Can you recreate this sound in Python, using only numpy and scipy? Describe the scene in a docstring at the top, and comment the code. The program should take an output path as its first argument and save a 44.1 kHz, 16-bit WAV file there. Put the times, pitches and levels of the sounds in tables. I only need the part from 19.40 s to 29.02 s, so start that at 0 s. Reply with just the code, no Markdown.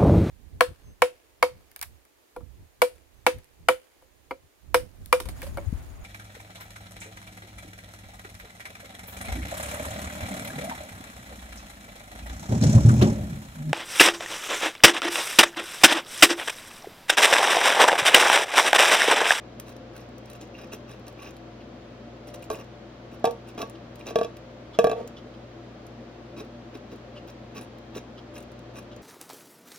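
"""Dog licking out a plastic cup

Close to a stereo pair, a dog licks out a thin plastic cup on a laminate floor; behind it, in a dry room,
an appliance hums and moves air. The wet tongue sticks and slips on the cup wall, saliva clicks and the
mouth squelches between strokes. Midway the muzzle tips the cup: its base knocks, bounces and rocks on
the floor, and the air inside rings."""
import sys
import numpy as np
from scipy import signal
from scipy.fft import rfft, irfft, next_fast_len
from scipy.io import wavfile

SR = 44100
rng = np.random.default_rng(int(sys.argv[2]) if len(sys.argv) > 2 else 0)


def wav_out(sig):
    """Save sig, one row per channel (or a flat mono array), as 16-bit PCM at SR to the path in sys.argv[1]."""
    wavfile.write(sys.argv[1], SR, np.round(np.clip(np.atleast_2d(sig).T, -1, 1) * 32767).astype(np.int16))


N = 424241

# tongue strokes on the cup wall: t/s, length/s, strength/dB
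TONGUE_STROKES = [(0.252, 0.067, -58), (0.522, 0.13, -57.5), (0.853, 0.13, -58.5), (1.001, 0.042, -53.5),
                  (1.127, 0.14, -53.5), (1.315, 0.028, -47.5), (1.467, 0.089, -54.5), (1.661, 0.032, -54),
                  (1.769, 0.14, -49.5), (2.867, 0.026, -56.5), (2.933, 0.027, -55), (3.022, 0.0071, -56.5),
                  (3.118, 0.041, -45), (3.161, 0.055, -53), (3.713, 0.036, -55.5), (4.064, 0.044, -54),
                  (4.172, 0.056, -43), (4.581, 0.035, -57.5), (4.653, 0.048, -42.5), (6.962, 0.049, -49.5),
                  (7.333, 0.035, -56), (7.507, 0.029, -54.5), (7.87, 0.03, -55), (8.144, 0.052, -47.5),
                  (8.205, 0.025, -54), (8.541, 0.044, -45), (8.937, 0.048, -51.5), (9.336, 0.063, -52.5)]
# resonances of the rubbed wall: f/Hz, width/Hz, level/dB, gain with the muzzle fully in/dB
WALL_PEAKS = [(1143, 9.4, -1.5, 8), (1650, 220, -1.5, 2.5), (2506, 150, -0.5, 8.5), (2700, 190, 1, 6.5),
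              (3890, 130, -12, 16.5), (4980, 200, -15, 10.5), (5820, 500, -8.5, 8.5)]
# spectrum of a bursting saliva film: f/Hz, level/dB
WET_SPECTRUM = [(300, -30), (1500, -8), (3000, -3), (3800, -2), (4600, -6.5), (5600, -3), (7500, -.5),
                (11700, 0), (13500, -5.5), (16000, -9.5)]


def from_db(db):
    """Decibels to gain."""
    return 10 ** (np.asarray(db) / 20)


def rms_one(x):
    """Scale to unit rms."""
    return x / np.sqrt(np.mean(x ** 2) + 1e-20)


def at_hz(points, hz):
    """Read a table on a log-frequency axis."""
    known_hz, values = np.transpose(points)
    return np.interp(np.log(np.maximum(hz, 1)), np.log(known_hz), values)


def colour(x, spectrum):
    """Filter a signal by a spectrum; rms 1."""
    gain = from_db(at_hz(spectrum, np.fft.rfftfreq(len(x), 1 / SR)))
    return rms_one(irfft(rfft(x) * gain, len(x)))


def add(track, s, sound):
    """Mix a sound in at s seconds."""
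    start = max(int(round(s * SR)), 0)
    part = sound[:max(N - start, 0)]
    track[start:start + len(part)] += part


def drift(per_s, size=N):
    """A random wander with a spread near 1."""
    knots = rng.standard_normal(1000)
    return np.interp(np.arange(size) / SR * per_s, np.arange(len(knots)), knots)


def resonate(x, peaks, tuning=1):
    """Parallel resonances (f/Hz, width/Hz, level/dB); rms 1."""
    out = 0
    for k, (hz, width, db) in enumerate(peaks):
        r = np.exp(-np.pi * width / SR)
        band = signal.lfilter([1, 0, -1], [1, -2 * r * np.cos(2 * np.pi * hz * tuning / SR), r * r], x)
        out = out + (-1) ** k * from_db(db) * rms_one(band)
    return rms_one(out)


def slips(size, per_s, spread_db, smooth):
    """Stick-slip: tiny releases of uneven size over a little smooth friction."""
    sizes = from_db(spread_db * np.minimum(rng.exponential(1, size), 4)) * rng.choice([-1, 1], size)
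    releases = rms_one(sizes * (rng.random(size) < per_s / SR))
    return rms_one(releases + smooth * rng.standard_normal(size))


def swell(t, length, release_s):
    """Pressure builds over the first third of a contact and lets go near its end."""
    rise = np.clip(3 * t / length, 0, 1)
    return rise * np.exp(-np.maximum(t - 0.87 * length, 0) / release_s)


def diffuse(size):
    """Spectrum of white noise that reaches the two microphones from all around."""
    # likeness of left and right in a diffuse field: f/Hz, correlation/-1..1
    likeness = [(100, .99), (290, .92), (640, .5), (1400, .2), (3100, .15), (6500, -.3), (8000, -.95),
                (11500, -.97), (15000, -.7)]
    mid, side = rfft(rng.standard_normal((2, size)))
    alike = np.clip(at_hz(likeness, np.fft.rfftfreq(size, 1 / SR)), -1, 1)
    return np.sqrt(1 + alike) * mid + np.sqrt(1 - alike) * side * [[1], [-1]]


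def appliance(rush_db=-46.5, left_db=3.0):
    """Steady moving air in the background, a little to the left, with wavering hum lines."""
    # spectrum of the rushing air: f/Hz, relative level/dB
    rush_spectrum = [(25, -24.5), (55, -17), (85, -3), (160, -4.5), (230, 0), (340, -2.5), (560, -3),
                     (850, -10.5), (1150, -11.5), (2200, -18), (4000, -22.5), (7000, -33), (10000, -45),
                     (16000, -42)]
    # mains hum and a thin motor whine: f/Hz, level/dB, waver/dB
    hum_lines = [(59.7, -56.5, 0.8), (120.2, -51.5, 1.15), (238, -55.5, 3.5), (3200, -77, 2.5)]
    size = next_fast_len(N)
    hz = np.fft.rfftfreq(size, 1 / SR)
    lean_db = np.array([[1], [-1]]) * left_db * at_hz([(130, 0), (700, 0.86), (1400, 0)], hz)
    air = diffuse(size) * from_db(at_hz(rush_spectrum, hz) + lean_db)
    t, hum = np.arange(N) / SR, 0
    for line_hz, db, waver_db in hum_lines:
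        phase = 2 * np.pi * line_hz * t + 0.5 * waver_db * drift(7)
        hum = hum + np.sqrt(2) * from_db(db + waver_db * drift(6)) * np.sin(phase)
    return from_db(rush_db) * rms_one(irfft(air, size)[:, :N]) + hum


def duct(level_db=-49.5):
    """The moving air hums faintly in a few hollow resonances, left of centre."""
    # resonances of the appliance's air path: f/Hz, width/Hz, level/dB
    duct_peaks = [(216, 26, -3), (336, 13.2, -1.5), (520, 4.2, -6), (590, 3.2, -5), (706.5, 6.2, -8)]
    return from_db(level_db) * resonate(rng.standard_normal(N), duct_peaks) * from_db([[1.5], [-1.5]])


def room(x, level_db=-15.5, t60_s=0.24, dull_hz=9000):
    """The room answers with a short diffuse tail, alike at both microphones in the bass."""
    t = np.arange(SR // 2) / SR
    tail = irfft(diffuse(len(t)), len(t)) * from_db(-60 * t / t60_s) * (t > .008)
    tail = signal.sosfilt(signal.butter(1, dull_hz, fs=SR, output="sos"), tail)
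    response = rms_one(tail) / np.sqrt(len(t))
    return from_db(level_db) * signal.fftconvolve(x[None], response, axes=1)[:, :N]


def scatter(x, level_db=-4.5, decay_s=0.0052):
    """Treble bounces between cup, muzzle and floor for a few milliseconds."""
    t = np.arange(SR // 32) / SR
    echoes = rng.standard_normal(len(t)) * np.exp(-t / decay_s) * (t > .001)
    echoes = signal.sosfilt(signal.butter(2, 4000, "high", fs=SR, output="sos"), echoes)
    return x + from_db(level_db) * signal.fftconvolve(x, rms_one(echoes) / np.sqrt(len(t)))[:N]


def microphone_pair(x):
    """At close range the cup reaches the two microphones with differing phase and level."""
    # phase across the pair: f/Hz, lead of the left/rad
    left_lead = [(100, 0), (460, -.76), (680, -.9), (1150, -1.2), (1700, -.3), (2600, .7), (4000, .9),
                 (5600, 1.5), (7000, 2.3), (8000, 2.9), (11000, 3.5), (13000, 3.9), (15500, 5.3)]
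    # balance across the pair: f/Hz, left minus right/dB
    balance = [(200, .7), (470, .3), (700, -1), (1150, -4.8), (2000, -1), (4000, -.5), (8000, 0)]
    size = next_fast_len(N + SR // 8)
    hz = np.fft.rfftfreq(size, 1 / SR)
    lean = from_db(at_hz(balance, hz) / 2) * np.exp(.5j * at_hz(left_lead, hz))
    return irfft(rfft(x, size) * np.array([lean, 1 / lean]), size)[:, :N]


def mouth():
    """Saliva is squeezed between tongue and palate; the pocket left there sets the pitch."""
    # the mouth closing on the tongue: t/s, length/s, level/dB, f/Hz
    squelches = [(0.551, 0.016, -49, 1550), (2.202, 0.021, -56.5, 2700), (4.349, 0.0067, -53, 3200),
                 (5.329, 0.035, -49.5, 3410), (5.762, 0.03, -50, 3360), (5.935, 0.02, -60, 3300),
                 (7.75, 0.042, -51, 2900), (8.772, 0.024, -50.5, 3300), (9.508, 0.03, -55.5, 3250)]
    # resonances of the wet mouth: multiple of the pitch, width/Hz, level/dB
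    mouth_peaks = [(0.37, 118, -0.5), (0.89, 203, -1), (1, 200, 2.5), (1.19, 370, -4), (1.5, 860, -5)]
    out, t = np.zeros(N), np.arange(SR // 8) / SR
    for s, length, db, hz in squelches:
        squelch = resonate(slips(len(t), per_s=1300, spread_db=0.5, smooth=0.22), mouth_peaks, hz)
        add(out, s, from_db(db) * squelch * swell(t, length, release_s=0.0067))
    return out


def peels(within_s=0.05, loudest_db=-54, spread_db=2.5):
    """A faint film snaps as the tongue peels off after each stroke: rows of t/s, strength/dB."""
    return [(s + length + within_s * rng.random(), loudest_db - spread_db * rng.exponential())
            for s, length, _ in TONGUE_STROKES]


def saliva(tick_db=8, tick_s=0.0004, snap_s=0.0015, ring_s=0.0047, ring_db=-7):
    """A film snaps with a bright click and leaves the wall ringing briefly."""
    # the loudest saliva films snapping: t/s, strength/dB
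    clicks = [(0.199, -32.5), (0.293, -45), (0.366, -49.5), (0.565, -41), (0.579, -48), (0.782, -50),
              (0.858, -49), (0.9, -42), (0.9334, -45), (0.953, -53), (1.014, -43.5), (1.3345, -41),
              (1.681, -40.5), (1.908, -47), (1.967, -47), (2.945, -41.5), (3.91, -38.5), (4.2978, -44.5),
              (4.5572, -45), (4.9695, -44.5), (5.6762, -40.5), (6.4667, -47), (8.385, -50.5), (9.005, -47),
              (9.0264, -48), (9.118, -50), (9.192, -52), (9.5642, -45.5)]
    out, t = np.zeros(N), np.arange(SR // 16) / SR
    wall_peaks = [(hz, width, db) for hz, width, db, _ in WALL_PEAKS]
    for s, db in clicks + peels():
        noise = rng.standard_normal(len(t))
        snap = colour(noise, WET_SPECTRUM) * (from_db(tick_db) * np.exp(-t / tick_s) + np.exp(-t / snap_s))
        ring = from_db(ring_db) * resonate(noise, wall_peaks) * np.exp(-t / ring_s)
        add(out, s, from_db(db - 3.0) * (snap + ring))
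    return out


def touches(events, peaks, rise_s, fall_s, detune):
    """Brief soft contacts: a burst of friction into a few resonances, tuned anew each time."""
    out, t = np.zeros(N), np.arange(SR // 8) / SR
    shape = (1 - np.exp(-t / rise_s)) * np.exp(-t / fall_s)
    for s, db in events:
        ring = resonate(rng.standard_normal(2 * len(t)), peaks, 1 + detune * rng.normal())[len(t):]
        add(out, s, from_db(db) * rms_one(ring * shape) * np.sqrt(np.mean(shape ** 2)) / shape.max())
    return out


def thumps():
    """The soft weight of the tongue meets the cup."""
    # the tongue landing: t/s, level/dB
    landings = [(5.862, -43.5), (6.976, -39), (7.004, -37.5), (7.348, -38.5), (7.524, -40.5),
                (8.165, -40.5), (8.562, -38.5)]
    # resonances of the cup stopped by the muzzle: f/Hz, width/Hz, level/dB
    stopped_peaks = [(258, 36, -1.5), (336, 54, -1.5), (422, 18, 1.5)]
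    return touches(landings, stopped_peaks, rise_s=0.005, fall_s=0.014, detune=0.026)


def squeaks():
    """The gripping tongue breaks loose and the wall chirps."""
    # the tongue letting go: t/s, level/dB
    releases = [(1.15, -44.5), (1.322, -44), (1.791, -46.5), (1.862, -43), (3.027, -46), (3.146, -43),
                (4.61, -48), (4.667, -42), (4.676, -40), (8.165, -47)]
    # resonances of the squeaking wall: f/Hz, width/Hz, level/dB
    squeak_peaks = [(2556, 85, 4.5), (2780, 150, 1), (3820, 220, -10)]
    return touches(releases, squeak_peaks, rise_s=0.0011, fall_s=0.0046, detune=0.022)


def fizz(size, per_s=2600, t60_cycles=22.0, spread_db=9.5):
    """Tiny saliva bubbles burst at random, each ringing briefly at its own pitch."""
    out = np.zeros(size)
    bursts = slips(size, per_s, spread_db, smooth=0)
    pitches_hz = np.geomspace(1800, 15500, num=24)
    pitch_index = rng.integers(0, len(pitches_hz), size)
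    for k, hz in enumerate(pitches_hz):
        r, w = from_db(-60 * hz / (t60_cycles * SR)), 2 * np.pi * hz / SR
        pops = bursts * (pitch_index == k) + 1e-18
        out += hz * signal.lfilter([0, np.sin(w)], [1, -2 * r * np.cos(w), r * r], pops)
    return rms_one(out)


def tongue(flick_s=0.025, wall_db=0.5, flick_push_db=7.5, deep_detune=-0.021):
    """Each stroke drags over the wall: slips ring it, the wet film fizzes, the cup is softly pushed."""
    # how far the muzzle reaches into the cup: t/s, depth/0-1
    reach = [(0, 0.4), (3.2, 0.03), (4.6, 1), (7.0, 0.9), (8.2, 0.57), (9.6, 0.4)]
    # wet hiss against the strength of a flick: t/s, level/dB
    wetness = [(0.3, 11), (1.1, 2), (3.0, 8), (3.2, -3), (4.2, -3), (4.65, 1), (5.2, 17), (7.0, -5),
               (7.35, -14), (7.9, -1.5), (9.0, 5.5)]
    # spectrum of the push on the cup: f/Hz, level/dB
    push_spectrum = [(80, -20), (170, -9.5), (330, 1), (450, -1.5), (750, -8.5), (1100, -12.5),
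                     (2500, -32.5)]
    out, t = np.zeros(N), np.arange(SR // 4) / SR
    for s, length, stroke_db in TONGUE_STROKES:
        drag = slips(len(t), per_s=900, spread_db=4.0, smooth=0.28)
        depth = np.interp(s, *np.transpose(reach))
        slowness = np.log2(length / flick_s)   # a slow drag is drier and pushes more softly than a flick
        wet_db = stroke_db + np.interp(s, *np.transpose(wetness)) - 5 * slowness
        push_db = stroke_db + flick_push_db - 3 * slowness
        # the contact point varies from stroke to stroke
        grip = [(hz, width, db + depth * deep_db + rng.normal(0, 0.34))
                for hz, width, db, deep_db in WALL_PEAKS]
        tuning = 1 + deep_detune * depth + 0.018 * rng.uniform(-0.93, 1)
        wall = from_db(stroke_db + wall_db) * resonate(drag, grip, tuning)
        wet = from_db(wet_db) * colour(fizz(len(t)) + 0.52 * drag, WET_SPECTRUM)
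        push = from_db(push_db) * colour(rng.standard_normal(len(t)), push_spectrum)
        catch = from_db(3.1 * drift(98.3, size=len(t)))   # the tongue catches and lets go
        add(out, s, ((wall + wet) * catch + push) * swell(t, length, release_s=0.01))
    return out


def rolling():
    """The rim runs over the floor's grain and keeps the cup's air and base sounding."""
    # rolls on the bottom rim after a fall: t/s, length/s, level/dB
    rolls = [(3.86, 0.035, -27), (5.485, 0.053, -36.5), (5.549, 0.075, -30.5)]
    # resonances of the rolling cup: f/Hz, width/Hz, level/dB
    roll_peaks = [(468, 6.5, 6.5), (677, 66, -4.5), (720, 11, -5.5), (924, 15, -9.5), (1151, 8.3, -11)]
    out, t = np.zeros(N), np.arange(SR // 8) / SR
    for s, length, db in rolls:
        ring = resonate(rng.standard_normal(2 * len(t)), roll_peaks)[len(t):]
        add(out, s, from_db(db) * rms_one(ring) * swell(t, length, release_s=0.022))
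    return out


def cup_ring(t, force, blow_db, base_hz, drop_hz, sag=0.22, recover_s=0.0022, build_cycles=0.68):
    """Air column and wall ring after a blow, and the base clacks like a slack drumhead."""
    # air column and wall of the struck cup: f/Hz, relative level/dB, t60/s
    cup_modes = [(470, -2, 0.14), (911, -17, 0.28), (1149, -0.5, 0.13), (1620, -7.5, 0.088),
                 (1710, -9.5, 0.1), (2415, -8.5, 0.11), (2616, -2, 0.086), (3364, 1, 0.033),
                 (3830, -8, 0.079)]
    # heavily damped modes of the base: multiple of its pitch, relative level/dB, t60/s
    base_modes = [(0.98, -0.5, 0.039), (1.038, -4, 0.05)]
    modes = []
    for hz, db, t60 in cup_modes:
        flex = 1 + 0.004 * min(hz / 1000, 2) * rng.normal()   # the thin wall flexes anew at each blow
        modes.append((hz * flex - drop_hz, db + at_hz(force, hz), t60, t))
    # the blow slackens the base, which springs back up in pitch
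    sagging_t = t - sag * recover_s * (1 - np.exp(-t / recover_s))
    modes += [(base_hz * multiple, blow_db + db, t60, sagging_t) for multiple, db, t60 in base_modes]
    ring = 0
    for hz, db, t60, clock in modes:
        strength = from_db(db + 4.0 + rng.normal() * min(hz / 1000, 2))
        build = (1 - np.exp(-t * hz / build_cycles)) ** 2   # a mode takes about a cycle to answer
        ring = ring + strength * build * np.sin(2 * np.pi * hz * clock) * from_db(-60 * t / t60)
    return ring


def edge_chatter(t, off_centre, crack_s=0.0017, rattle_s=0.017, clack_s=0.0037):
    """The edge cracks and buzzes on the floor, brighter off centre, and rings the stiff lower wall."""
    # spectrum of the edge's crack: f/Hz, level/dB
    crack_spectrum = [(250, -10), (900, -4), (2000, -10), (6000, -1.5), (8000, -3), (11000, -0.5),
                      (13500, -10), (16000, -16)]
    # resonances of the lower wall: f/Hz, width/Hz, level/dB
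    edge_peaks = [(2640, 180, -0.5), (3310, 220, -0.5), (3880, 170, -2), (5100, 300, -3.5),
                  (5720, 350, -5.5)]
    chatter = slips(len(t), per_s=3100, spread_db=-0.5, smooth=0.15)
    buzz = colour(chatter, crack_spectrum)
    treble = signal.sosfiltfilt(signal.butter(2, 4700, "high", fs=SR, output="sos"), buzz)
    treble_gain = from_db(0.5 + 4.5 * off_centre)
    decay = from_db(7) * np.exp(-t / crack_s) + from_db(-18) * np.exp(-t / rattle_s)
    crack = decay * (buzz + (treble_gain - 1) * treble)
    clack = from_db(8) * np.exp(-t / clack_s) * resonate(chatter, edge_peaks, 1 + 0.018 * rng.normal())
    return crack + clack


def knocks(full_blow_db=-9.5, oval_db=16.5, sideways_db=11.5, cover_hz=26, thud_s=0.0069):
    """The tipped cup strikes the laminate: the cup rings, its edge chatters and the floor thuds."""
    # cup against the floor: t/s, strength/dB, hardness of the contact/dB, pitch of the base/Hz
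    blows = [(3.101, -24.5, 2, 655), (3.113, -30.5, 5, 620), (3.842, -11.5, -6, 715),
             (3.853, -20.5, 7, 740), (3.872, -20.5, -12, 744), (4.177, -34.5, 4, 690),
             (4.189, -45, 10, 684), (4.205, -34, -11, 660), (4.217, -35.5, 13, 700),
             (4.227, -27.5, -7, 690), (4.706, -32.5, 2.5, 694), (4.757, -13.5, -1, 649),
             (4.786, -20.5, 1.5, 666), (4.812, -18, -8.5, 664), (4.832, -38.5, 10, 606),
             (4.846, -29, 1.5, 633), (5.388, -8, 2.5, 662), (5.442, -10.5, -0.5, 667),
             (5.469, -16.5, -4.5, 690), (5.496, -22.5, -3, 680), (5.514, -21, -1, 670),
             (5.53, -27.5, -6, 716)]
    # how the cup lands: t/s, tilt/0-1, share of a sideways blow/0-1
    landings = [(3.1, 0.16, 1), (3.85, 0.98, 0.17), (4.2, 0.47, 0.64), (4.8, 0.14, 0.26), (5.45, 0, 0.14)]
    # spectrum of the floor's thud: f/Hz, level/dB
    thud_spectrum = [(25, -46), (70, -10), (130, -9), (195, 5.5), (330, -1), (700, -18), (1600, -46)]
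    out, t = np.zeros(N), np.arange(SR // 3) / SR
    landing_s, tilts, shares = np.transpose(landings)
    damping = from_db(-5 * np.minimum(t / 0.006, 1))
    attack = 1 - np.exp(-t / 0.00036)
    for s, blow_db, hard_db, base_hz in blows:
        tilt, sideways = np.interp(s, landing_s, tilts), np.interp(s, landing_s, shares)
        off_centre = max(tilt, sideways)
        air_db = blow_db - 8 * tilt + 0.5 * sideways   # landing on the rim pumps less air than flat
        # the base takes the blow; side wall and edge grow more slowly with it
        side_db = -26.5 + 0.87 * (blow_db - full_blow_db)
        edge_db = -34 + 0.7 * (blow_db - full_blow_db) + hard_db
        shove_db = side_db + sideways_db * sideways
        # drive on the modes (f/Hz, level/dB); squeezed oval off centre, the cup sings near 900 Hz
        force = [(500, air_db), (900, side_db + oval_db * off_centre), (1100, shove_db),
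                 (1600, side_db), (2300, edge_db), (3200, edge_db - 7 * sideways)]
        # pushing from the side, the muzzle covers more of the opening and lowers the ring
        ring = cup_ring(t, force, blow_db, base_hz, drop_hz=cover_hz * sideways)
        edge = from_db(edge_db) * edge_chatter(t, off_centre)
        floor = colour(rng.standard_normal(len(t)), thud_spectrum)
        thud = from_db(shove_db + 3.5) * np.exp(-t / thud_s) * floor
        start = int(round(s * SR))
        out[start:start + len(t)] *= damping   # each new touch of the floor damps what still rings
        add(out, s, ring + (edge + thud) * attack)
    return out


def scene():
    """Dog and cup close to the microphones, the room and the appliance behind."""
    near = scatter(tongue() + squeaks() + thumps() + mouth() + saliva() + knocks() + rolling())
    return microphone_pair(near) + room(near) + appliance() + duct()


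def record(dry):
    """The top is cut steeply above 16 kHz."""
    return signal.sosfilt(signal.ellip(10, .1, 80, 16000, fs=SR, output="sos"), dry)


dry = scene()
out = record(dry)
wav_out(out)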